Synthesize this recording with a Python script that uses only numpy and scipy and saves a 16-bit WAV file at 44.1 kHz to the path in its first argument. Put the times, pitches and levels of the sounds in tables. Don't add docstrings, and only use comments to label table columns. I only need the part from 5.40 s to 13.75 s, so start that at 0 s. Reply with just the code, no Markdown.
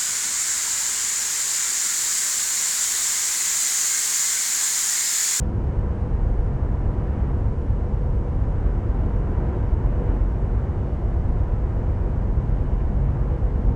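import sys
import numpy as np
from scipy import signal
from scipy.fft import rfft, irfft, next_fast_len
from scipy.io import wavfile

SR = 44100
rng = np.random.default_rng(int(sys.argv[2]) if len(sys.argv) > 2 else 0)


def bounce(signal):
    frames = np.transpose(np.atleast_2d(signal))
    limited = np.clip(frames, -1, 1)
    pcm = np.round(limited * 32767).astype(np.int16)
    wavfile.write(sys.argv[1], SR, pcm)


N = 368455
SIZE = next_fast_len(N, True)
HZ = np.arange(SIZE // 2 + 1) * SR / SIZE + 1e-3

# start_s, cycle_rate_hz
ENGINE_CYCLE = [(0, 4.183), (2.5, 4.178), (4.5, 4.174), (8.4, 4.175)]
# multiple_of_cycle_rate, typical_level_db (rms)
ENGINE_ORDERS = [(6, -49.5), (7, -42.5), (8, -42), (9, -42), (10, -37), (11, -32.5), (12, -34), (14, -32),
                 (15, -41), (16, -31.5), (17, -38), (18, -35), (19, -48), (21, -44.5), (22, -36.5),
                 (23, -44), (24, -34.5), (25, -46), (27, -41), (28, -41.5), (31, -46), (32, -43), (33, -45),
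                 (34, -47), (35, -52), (37, -52), (38, -50), (40, -56), (44, -46.5), (49, -54), (51, -53),
                 (54, -57.5), (59, -56.5), (60, -56), (66, -55.5), (69, -60), (70, -58.5), (71, -60.5),
                 (80, -54.5), (85, -61.5), (87, -57.5), (91, -65.5), (96, -54), (97, -62), (100, -63.5)]

# centre_hz, width_hz, relative_level_db
DECK_MODES = [(19.9, 3.2, -11.5), (27, 6, -9), (31.7, 7, -5), (43.5, 9.8, -2), (51.6, 6.2, -10)]
# centre_s, lift_db
DECK_LOUDER = [(0.98, 5), (5.95, 7), (6.98, 1), (8.13, 4)]
DECK_DB, DECK_LOUDER_HALF_S = -27.5, 0.17

# centre_s, lift_db, half_length_s
PANEL_LOUDER = [(0.88, 5, 0.1), (3.023, 5.5, 0.11), (6.3, 3, 0.18), (6.978, 13, 0.082), (7.507, 7.5, 0.09),
                (7.721, 11.5, 0.15), (7.967, 4, 0.061)]
PANEL_HZ, PANEL_WIDTH_HZ, PANEL_DB = 133.6, 16, -40.5
PANEL_TONE_HZ, PANEL_TONE_DB = 137, -3

# frequency_hz, relative_density_db (per Hz)
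HULL_COLOUR = [(17, -19), (26, -14.5), (55, -2.5), (76, -5), (85, -6), (105, -3), (123, -10.5), (150, -11),
               (200, -25)]
HULL_DB = -29

# time_s, level_db
DUCT_LEVEL = [(0, -46.5), (.9, -43.5), (1.35, -46), (1.6, -44), (1.9, -46.5), (2.4, -42.5), (3.3, -47.5),
              (3.9, -45.5), (4.4, -47.5), (4.65, -40), (5, -52), (5.4, -48), (5.7, -50), (6.1, -47),
              (7.1, -47.5), (7.4, -46), (8.35, -44.5)]
# centre_hz, width_hz, relative_level_db
DUCT_MODES = [(465.4, 24, -4), (488.7, 8.9, 0), (501.6, 10, -4.5)]
DUCT_TONE_HZ, DUCT_TONE_DB = 487, -7

# centre_hz, width_hz, relative_level_db
WHIRR_MODES = [(927, 26, -0.5), (974, 28, 1), (1022, 40, -1)]
# time_s, level_db
WHIRR_LEVEL = [(0, -55), (1, -54), (2, -54.5), (3, -55), (4, -52), (4.7, -54.5), (5.2, -57.5), (6.5, -58),
               (8.35, -58)]

# frequency_hz, relative_density_db (per Hz)
ROAR_COLOUR = [(120, -21.5), (160, -1), (230, -4), (265, -6.5), (400, -8.5), (530, -11), (600, -11.5),
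               (750, -15), (890, -18.5), (1450, -25), (2000, -32), (2600, -40.5), (3500, -50.5),
               (5000, -67.5)]
# centre_hz, width_hz, lift_db (negative dips)
ROOM_MODES = [(185, 20, 0.5), (208, 18, 4.5), (255, 18, 4), (300, 12, 4), (352, 70, 3), (633, 20, -2),
              (834, 120, 2), (910, 29, 3), (962, 22, 2.5), (1007, 40, 3.5), (1070, 27, 0.5),
              (1170, 50, 1.5), (1440, 54, 0.5), (2820, 30, 2), (2960, 110, 2), (2960, 640, 3.5)]
# time_s, level_db
ROAR_LEVEL = [(0, -34), (1.1, -33.5), (1.35, -33), (1.6, -33), (1.85, -32), (2.1, -34.5), (2.9, -34),
              (3.4, -33), (4.1, -31.5), (4.35, -33.5), (4.55, -32), (4.72, -30.5), (4.85, -34),
              (5.15, -32.5), (5.4, -33), (5.65, -33.5), (6.8, -33), (7.1, -33), (7.4, -33.5), (7.7, -33),
              (8.35, -33)]
ROAR_PARTS = [200, 400, 800, 1600, 3200]
DRIFT_DB, DRIFT_RATE_HZ = 0.64, 3.6
ECHO_T60_S, ECHO_DB = 0.4, -16

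# pitch_hz, typical_level_db (rms)
WHINES = [(931.3, -62), (972.4, -62), (1045, -68), (1073.6, -69), (1994.2, -80), (2821.5, -91),
          (2944.3, -90), (2967.5, -92), (4296.2, -94), (6666.5, -89), (9333.3, -94)]

# centre_s, peak_level_db (rms), half_length_s
HUM_SWELLS = [(7.23, -36, 0.06), (8.3, -39.5, 0.11)]
HUM_HZ = 251

TICK_S, TICK_ATTACK_S, TICK_T60_S = 7.401, 0.003, 0.09
TICK_DB, TICK_HZ, TICK_HALF_WIDTH_HZ = -47, 1600, 1100

# frequency_hz, relative_density_db (per Hz)
HISS_COLOUR = [(1500, -8), (3500, -0.5), (6000, -2.5), (8000, -6), (9500, -10.5), (10500, -17),
               (11500, -25.5)]
HISS_DB = -68.5
LOW_CUT_HZ, TOP_CUT_HZ = 19.5, 11800
OFFSET = -0.0054


def undb(db):
    return 10 ** (np.asarray(db) / 20)


def level(x, db):
    return x * undb(db) / np.sqrt(np.mean(x ** 2))


def curve(t, points):
    return np.interp(t, *np.transpose(points))


def slope(points):
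    hz, db = np.transpose(points)
    return undb(np.interp(np.log(HZ), np.log(hz), db, left=-90, right=-90))


def peak(hz, width_hz):
    return 1 / (1 + (2 * (HZ - hz) / width_hz) ** 2) ** 2


def noise(gain):
    spectrum = rfft(rng.standard_normal(SIZE)) * gain
    return level(irfft(spectrum, SIZE)[:N], 0)


def rung(modes):
    power = sum(undb(2 * db) * peak(hz, width_hz) for hz, width_hz, db in modes)
    return noise(np.sqrt(power))


def walk(centre, spread, rate_hz, shape=np.asarray):
    knots = shape(centre + spread * rng.standard_normal(int(N / SR * rate_hz) + 2))
    return np.interp(np.arange(N) * (rate_hz / SR), np.arange(len(knots)), knots)


def tones(cycles, table, waver_db, slip_rad):
    total = 0
    for multiple, db in table:
        gain = walk(db, waver_db, 1.507, undb)
        phase = walk(2 * np.pi * rng.random(), slip_rad, 1.5)
        total = total + gain * np.sin(2 * np.pi * multiple * cycles + phase)
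    return np.sqrt(2) * total


def drone(hz, wander_hz, rate_hz):
    cycles = rng.random() + np.cumsum(walk(hz, wander_hz, rate_hz)) / SR
    return np.sqrt(2) * np.sin(2 * np.pi * cycles)


def bump(t, at_s, lift, half_s):
    return lift * np.exp(-((t - at_s) / half_s) ** 2)


def engine(t):
    cycles = np.cumsum(curve(t, ENGINE_CYCLE)) / SR
    return tones(cycles, ENGINE_ORDERS, waver_db=0.77, slip_rad=0.14)


def deck(t):
    level_db = DECK_DB + sum(bump(t, at_s, db, DECK_LOUDER_HALF_S) for at_s, db in DECK_LOUDER)
    return undb(level_db) * rung(DECK_MODES)


def panel(t):
    level_db = PANEL_DB + sum(bump(t, *row) for row in PANEL_LOUDER)
    ringing = noise(np.sqrt(peak(PANEL_HZ, PANEL_WIDTH_HZ)))
    core = undb(PANEL_TONE_DB) * drone(PANEL_TONE_HZ, wander_hz=2.5, rate_hz=6)
    return undb(level_db) * (ringing + core)


def hull():
    return level(noise(slope(HULL_COLOUR)), HULL_DB)


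def duct(t):
    core = undb(DUCT_TONE_DB) * drone(DUCT_TONE_HZ, wander_hz=6, rate_hz=7)
    return undb(curve(t, DUCT_LEVEL)) * (rung(DUCT_MODES) + core)


def whirr(t):
    return undb(curve(t, WHIRR_LEVEL)) * rung(WHIRR_MODES)


def roar(t):
    tail = rng.standard_normal(SR) * undb(-60 * np.arange(SR) / SR / ECHO_T60_S)
    tail = tail / np.sqrt(np.sum(tail ** 2))
    ripple = np.abs(1 + undb(ECHO_DB) * rfft(tail, SIZE))
    room = undb(sum(db * peak(hz, width_hz) for hz, width_hz, db in ROOM_MODES))
    spectrum = rfft(rng.standard_normal(SIZE)) * ripple * slope(ROAR_COLOUR) * room
    air = 0
    for row in np.eye(len(ROAR_PARTS)):
        share = np.interp(np.log(HZ), np.log(ROAR_PARTS), row)
        part = irfft(spectrum * share, SIZE)[:N]
        air = air + walk(0, DRIFT_DB, DRIFT_RATE_HZ, undb) * part
    return undb(curve(t, ROAR_LEVEL)) * level(air, 0)


def whines(t):
    return tones(t, WHINES, waver_db=3.0, slip_rad=0.32)


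def hum(t):
    gain = sum(bump(t, at_s, undb(db), half_s) for at_s, db, half_s in HUM_SWELLS)
    return gain * drone(HUM_HZ, wander_hz=1.5, rate_hz=6)


def tick(t):
    age_s = t - TICK_S
    rise = np.clip(age_s / TICK_ATTACK_S, 0, 1) ** 2
    decay = undb(TICK_DB - 60 * np.abs(age_s) / TICK_T60_S)
    return rise * decay * noise(peak(TICK_HZ, 2 * TICK_HALF_WIDTH_HZ))


def scene():
    t = np.arange(N) / SR
    steel = deck(t) + panel(t) + hull() + hum(t)
    air = duct(t) + whirr(t) + roar(t)
    return (engine(t) + steel + air + whines(t) + tick(t))[None]


def record(dry):
    wet = dry + level(noise(slope(HISS_COLOUR)), HISS_DB)
    wet = np.pad(wet, ((0, 0), (SR, 0)), mode="reflect", reflect_type="odd")
    low_cut = signal.ellip(6, 0.3, 50, LOW_CUT_HZ, "high", fs=SR, output="sos")
    top_cut = signal.ellip(8, 0.2, 70, TOP_CUT_HZ, fs=SR, output="sos")
    wet = signal.sosfilt(top_cut, signal.sosfilt(low_cut, wet))
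    return OFFSET + wet[:, SR:]


dry = scene()
out = record(dry)
bounce(out)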